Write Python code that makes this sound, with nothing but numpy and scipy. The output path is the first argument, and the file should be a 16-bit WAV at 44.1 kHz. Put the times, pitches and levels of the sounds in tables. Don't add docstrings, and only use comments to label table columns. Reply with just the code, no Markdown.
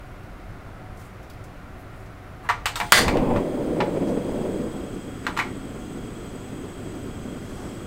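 import sys
import numpy as np
from scipy import signal
from scipy.fft import rfft, irfft
from scipy.io import wavfile

SR = 44100
rng = np.random.default_rng(int(sys.argv[2]) if len(sys.argv) > 2 else 0)


def put_to_file(sound):
    columns = np.atleast_2d(sound).T
    safe = np.clip(columns, -1, 1)
    whole_steps = np.round(safe * 32767)
    wavfile.write(sys.argv[1], SR, whole_steps.astype(np.int16))


N = 346966

# (frequency [Hz], width [Hz], lift [dB])
AIR_SPECTRUM = [(15, -6), (28, 4), (60, -2.5), (110, -2), (160, -8), (450, -16), (650, -13.5), (880, -19.5),
                (1400, -16.5), (1700, -22.5), (2050, -22.5), (3000, -32), (6000, -41.5), (15000, -47.5)]
AIR_DRONES = [(105.5, 10.7, 4.5), (186, 15, 4.5), (291.6, 7.4, 11.5), (372.6, 17, 7.5), (741, 25, 8.5)]
# (frequency [Hz], t60 [s])
ROOM_DECAY = [(200, 0.72), (1000, 0.3), (2200, 0.32), (6000, 0.4), (15000, 0.13)]
# (time [s], level [dB], pitch [Hz])
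PAN_TICKS = [(.2319, -59, 4350), (.9727, -54, 7330), (.9944, -54, 6680), (1.0144, -53, 4190),
             (1.0544, -58, 7890), (1.229, -56, 5680), (1.299, -47.5, 4600), (1.3339, -56, 4280),
             (1.439, -51, 7340), (2.0594, -58, 7130)]
# (time [s], length [s], level [dB], centre [Hz])
SOFT_SWELLS = [(.922, .23, -61.5, 8000), (1.75, .11, -63, 11000), (1.88, .24, -67, 8000),
               (2.414, .074, -62, 8000), (2.429, 0.065, -39.5, 970), (2.56, 0.15, -36, 50),
               (2.788, .11, -37.5, 126), (4.05, 0.081, -51.5, 4700), (5.236, 0.034, -43.5, 1570),
               (7.25, 0.71, -57, 5400), (7.5, 0.26, -45, 750)]
# (time [s], crack [dB], case [dB], small parts [dB], favoured ring [Hz], base t60 [s])
KNOB_BLOWS = [(2.4895, -17, -17.5, -40, 2050, 0.11), (2.4973, -23, -16, -37, 1270, 0.15),
              (2.657, -13, -19, -26, 2750, 0.17), (2.757, -25, -26, -30, 1400, .18),
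              (2.801, -15, -19, -34.5, 1830, 0.078), (2.81, -34, -19.5, -51, 715, .13),
              (2.9213, -2.5, -11.5, -16, 1520, 0.092), (2.926, -17, -19, -33, 2030, .1),
              (2.978, -16, -18, -24, 1900, 0.18), (3.081, -18, -20.5, -33.5, 2280, .14),
              (3.171, -25.5, -32, -50, 2700, 0.12), (3.361, -31, -29, -51, 990, 0.2),
              (3.8034, -22, -16.5, -50, 870, .12), (5.2668, -17.5, -19.5, -39, 1380, .14),
              (5.367, -37, -27.5, -47, 1400, .11), (5.3739, -24, -22, -35.5, 1120, 0.11),
              (5.39, -18, -20, -39, 2190, .16), (5.398, -21, -22.5, -44, 2250, 0.14)]
# (frequency [Hz], level [dB], ring time [multiple of base t60])
STEEL_MODES = [(483, -11, 2.3), (711, -2.5, 1.1), (849, -3, 1.56), (972.4, 2, 1.26), (1047, -4.5, 1.1),
               (1168, -5.5, 1.3), (1377, 2.5, 0.72), (1574, -4.5, 1.1), (1766, -6, 0.81), (1886, -1, 1.38),
               (2022, -0.5, 0.96), (2200, -10, 1.4), (2340, -7, 1.3), (2540, -3.5, 0.81), (2750, -8, 0.94),
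               (2974, -6, 1.2), (3460, -13, 0.98), (4050, -7.5, 0.74)]
# (frequency [Hz], level [dB])
CASE_SPECTRUM = [(100, -32), (350, -18), (600, -13.5), (900, 3), (2100, -4), (3000, -12.5), (5000, -20.5),
                 (9000, -36), (16000, -56)]
PARTS_SPECTRUM = [(500, -54), (1500, -39), (2800, 4.5), (4300, 2.5), (5800, -1), (8300, 0), (10500, -13.5),
                  (14500, -6), (16500, -27)]
HAMMER_SPECTRUM = [(60, -5), (300, -5), (1000, 6), (2000, 5.5), (4000, -2.5), (8000, -7.5), (16000, -7.5)]
SPRING_SPECTRUM = [(300, -24), (800, -8), (1300, -2.5), (1650, 1.5), (2100, -2.5), (2800, -7), (4400, -7),
                   (6000, -13), (8700, -13), (10500, -23), (16000, -39)]
# (frequency [Hz], width [Hz], lift [dB])
PARTS_RESONANCES = [(2880, 170, -4), (3700, 150, 6), (4300, 240, 4.5), (7000, 200, 3), (7560, 300, 1.5)]
SPRING_RESONANCES = [(1104, 70, 10.5), (1580, 20, 6), (1780, 40, 7), (2020, 50, 17.5), (2700, 40, 14),
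                     (3120, 60, 8), (3420, 70, 8), (4270, 200, 8), (7180, 70, 5)]
# (frequency [Hz], level [dB])
RUSH_SPECTRUM = [(1000, -14), (2800, -1.5), (4000, -2), (5800, -7.5), (7300, -8), (8100, -1), (9200, -1.5),
                 (10000, -12), (13000, -16), (14300, -8), (16000, -9)]
HISS_SPECTRUM = [(1000, -14), (2700, -4), (3900, -14), (5600, -15), (7300, -13), (8600, -11), (10000, -24),
                 (13000, -18.5), (16000, -27)]
# (frequency [Hz], width [Hz], lift [dB])
TUBE_RESONANCES = [(3270, 250, 12.5), (4120, 90, 5), (4910, 120, 10.5), (6190, 53, 13), (6610, 84, 11.5),
                   (6890, 55, 10.5), (7570, 80, 11), (9120, 270, 5), (14550, 210, 8)]
WHISTLE_RESONANCE = [(7990, 230, 18.5)]
GAP_RESONANCES = [(261.4, 19, 3.5), (365, 19, 1.5), (486, 25, 5), (584, 26, 6)]
# (frequency [Hz], level [dB])
FLARE_SPECTRUM = [(20, 7), (45, -0.5), (90, 2), (200, -0.5), (500, -9), (700, -6.5), (1000, -6),
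                  (1400, -28), (2500, -25.5), (5000, -57), (12000, -57)]
FULL_FLAME_SPECTRUM = [(20, -20), (90, -19), (160, -1), (260, 1), (420, -1.5), (600, -7), (800, -21),
                       (1200, -28), (2200, -34), (8000, -70)]
LOW_FLAME_SPECTRUM = [(20, -15), (100, -3.5), (170, 0), (260, 0.5), (380, -2.5), (520, -12), (800, -22.5),
                      (1400, -25), (2200, -39), (8000, -59)]
# (peak time [s], length [s], lift [dB])
FLAME_PUFFS = [(3.142, .16, 4.5), (3.232, .05, 6), (3.348, 0.14, 6), (3.813, 0.23, 3), (3.97, 0.047, 7),
               (4.03, 0.078, 4.5)]

OPEN_S, SNAP_S = 2.755, 2.9214
CATCH_S, CATCH_RISE_S = 2.94, 0.066
TURN_DOWN_S, TURNING_S = 4.4, .66


def amp(db):
    return 10 ** (np.asarray(db) / 20)


def unit(x):
    return x / np.sqrt(np.mean(x ** 2) + 1e-20)


def read(points, hz):
    f, value = np.transpose(points)
    return np.interp(np.log(hz + 1), np.log(f + 1), value)


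def add(mix, start, sound):
    part = mix[max(round(start * SR), 0):][:len(sound)]
    part += sound[:len(part)]


def noise(spectrum, size, peaks=()):
    hz = np.fft.rfftfreq(size, 1 / SR)
    lifts = sum(lift / (1 + (2 * (hz - f) / width) ** 2) for f, width, lift in peaks)
    white = rfft(rng.standard_normal(size))
    return unit(irfft(white * amp(read(spectrum, hz) + lifts), size))


def flutter(rate_hz, depth_db):
    hz = np.fft.rfftfreq(N, 1 / SR)
    drift = irfft(rfft(rng.standard_normal(N)) / (1 + (hz / rate_hz) ** 4), N)
    return amp(depth_db * unit(drift))


def fade(t, t60):
    return np.exp(-np.log(1000) * t / t60)


def ramp(start, length):
    return np.clip((np.arange(N) / SR - start) / length, 0, 1)


def envelope(start, attack, hold, t60):
    since_release = np.maximum(np.arange(N) / SR - start - attack - hold, 0)
    return ramp(start, attack) * fade(since_release, t60)


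def room_air(level_db=-39.5):
    return amp(level_db) * noise(AIR_SPECTRUM, N, AIR_DRONES)


def reverberation(x, level_db=-11.5, delay_s=.007):
    hz, t, bands = signal.stft(rng.standard_normal(SR // 2), SR, nperseg=256)
    tail = signal.istft(bands * fade(t, read(ROOM_DECAY, hz)[:, None]), SR)[1]
    tail = np.concatenate([np.zeros(round(delay_s * SR)), tail])
    return amp(level_db) * signal.oaconvolve(x, tail / np.linalg.norm(tail))[:N]


def soft_swells():
    out = np.zeros(N)
    for start, length, db, hz in SOFT_SWELLS:
        window = np.hanning(round(length * SR))
        colour = [(hz / 4, -22), (hz, 0), (hz * 2, -9), (hz * 20, -70)]
        add(out, start, amp(db) * window * noise(colour, SR)[:len(window)])
    return out


def pan_ticks(t60=.1, spread=1.6):
    out, t = np.zeros(N), np.arange(SR // 5) / SR
    for start, db, hz in PAN_TICKS:
        colour = [(hz / spread ** 2, -18), (hz / spread, -3), (hz, 0), (hz * spread, -8)]
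        add(out, start, amp(db) * noise(colour, len(t)) * fade(t, t60))
    return out


def knock(crack_db, case_db, parts_db, ring_hz, t60, favour_db=11, spread_octaves=0.28):
    t = np.arange(SR // 2) / SR
    hz, db, ring_factor = np.transpose(STEEL_MODES)[:, :, None]
    weights = amp(db + favour_db / (1 + (np.log2(hz / ring_hz) / spread_octaves) ** 2))
    sines = np.sin(2 * np.pi * (hz * t + rng.random(hz.shape)))
    modes = (weights * fade(t, ring_factor * t60) * sines).sum(0)
    clear_modes = amp(case_db - 1.3) * modes / np.linalg.norm(weights)
    dense_modes = amp(case_db - 3.0) * noise(CASE_SPECTRUM, len(t), [(ring_hz, 0.22 * ring_hz, 6)])
    parts = amp(parts_db) * noise(PARTS_SPECTRUM, len(t), PARTS_RESONANCES)
    tail = clear_modes + dense_modes * fade(t, t60) + parts * fade(t, 0.88 * t60)
    case_crack = amp(case_db) * noise(CASE_SPECTRUM, len(t))
    parts_crack = amp(parts_db + 6.5) * noise(PARTS_SPECTRUM, len(t))
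    crack = unit(case_crack + parts_crack) * fade(t, 0.014)
    return (amp(crack_db) * crack + tail) * (1 - fade(t, 0.00057))


def knob():
    out = np.zeros(N)
    for start, *blow in KNOB_BLOWS:
        add(out, start, knock(*blow))
    return out


def igniter(snap_db=-0.5, chatter_db=-14, rebounds_per_s=1500):
    t = np.arange(SR // 4) / SR
    rebounds = rng.choice([-1, 1], N) * (rng.random(N) < rebounds_per_s / SR)
    rattle = signal.oaconvolve(rebounds, noise(SPRING_SPECTRUM, len(t)) * fade(t, 0.007))[:N]
    ringing = noise(SPRING_SPECTRUM, N, SPRING_RESONANCES)
    chatter = amp(chatter_db) * envelope(SNAP_S, attack=0.0064, hold=0.056, t60=0.22)
    out = (.5 * unit(rattle) + 0.67 * ringing) * chatter
    snap = noise(HAMMER_SPECTRUM, len(t)) * fade(t, 0.022) * (1 - fade(t, 0.0018))
    add(out, SNAP_S, amp(snap_db) * snap)
    return out


def valve_setting():
    return 1 - ramp(TURN_DOWN_S, TURNING_S)


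def jet(full_db=-53, low_db=-58.5, spurt_db=12, spurt_decay_s=0.18, whistle_db=-52.5):
    since_open = np.maximum(np.arange(N) / SR - OPEN_S, 0)
    spurt = spurt_db * np.exp(-since_open / spurt_decay_s)
    rush_gain = ramp(OPEN_S, length=.03) * amp(low_db + (full_db - low_db) * valve_setting() + spurt)
    whistle_gain = ramp(OPEN_S, length=1.8) * amp(whistle_db)
    whistle = noise(HISS_SPECTRUM, N, TUBE_RESONANCES + WHISTLE_RESONANCE)
    whistle *= flutter(rate_hz=22, depth_db=0.3)
    return rush_gain * noise(RUSH_SPECTRUM, N, TUBE_RESONANCES) + whistle_gain * whistle


def flare(burst_db=-24, sputter_db=-37.5):
    burst = amp(burst_db) * envelope(CATCH_S, attack=0.099, hold=0.345, t60=0.18)
    sputter = amp(sputter_db) * ramp(CATCH_S, CATCH_RISE_S) * valve_setting()
    whoosh = unit(noise(FLARE_SPECTRUM, N) * flutter(rate_hz=50, depth_db=2.0))
    return np.hypot(burst, sputter) * whoosh


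def flame(full_db=-26, low_db=-36):
    height = valve_setting()
    puffs = sum(db * np.sin(np.pi * ramp(peak - length / 2, length)) ** 2
                for peak, length, db in FLAME_PUFFS)
    gain = ramp(CATCH_S, CATCH_RISE_S) * amp(low_db + (full_db - low_db) * height + puffs)
    full = noise(FULL_FLAME_SPECTRUM, N, GAP_RESONANCES) * flutter(rate_hz=31, depth_db=1.5)
    low = noise(LOW_FLAME_SPECTRUM, N, GAP_RESONANCES) * flutter(rate_hz=25, depth_db=1.5)
    return gain * (np.sqrt(height) * unit(full) + np.sqrt(1 - height) * unit(low))


def scene():
    brief = knob() + igniter() + pan_ticks() + soft_swells()
    return (room_air() + brief + reverberation(brief) + flame() + flare() + jet())[None]


def record(dry, cutoff_hz=15850):
    lowpass = signal.firwin(511, cutoff_hz, window=("kaiser", 8), fs=SR)
    return signal.oaconvolve(np.clip(dry, -1, 1), lowpass[None], "same")


dry = scene()
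out = record(dry)
put_to_file(out)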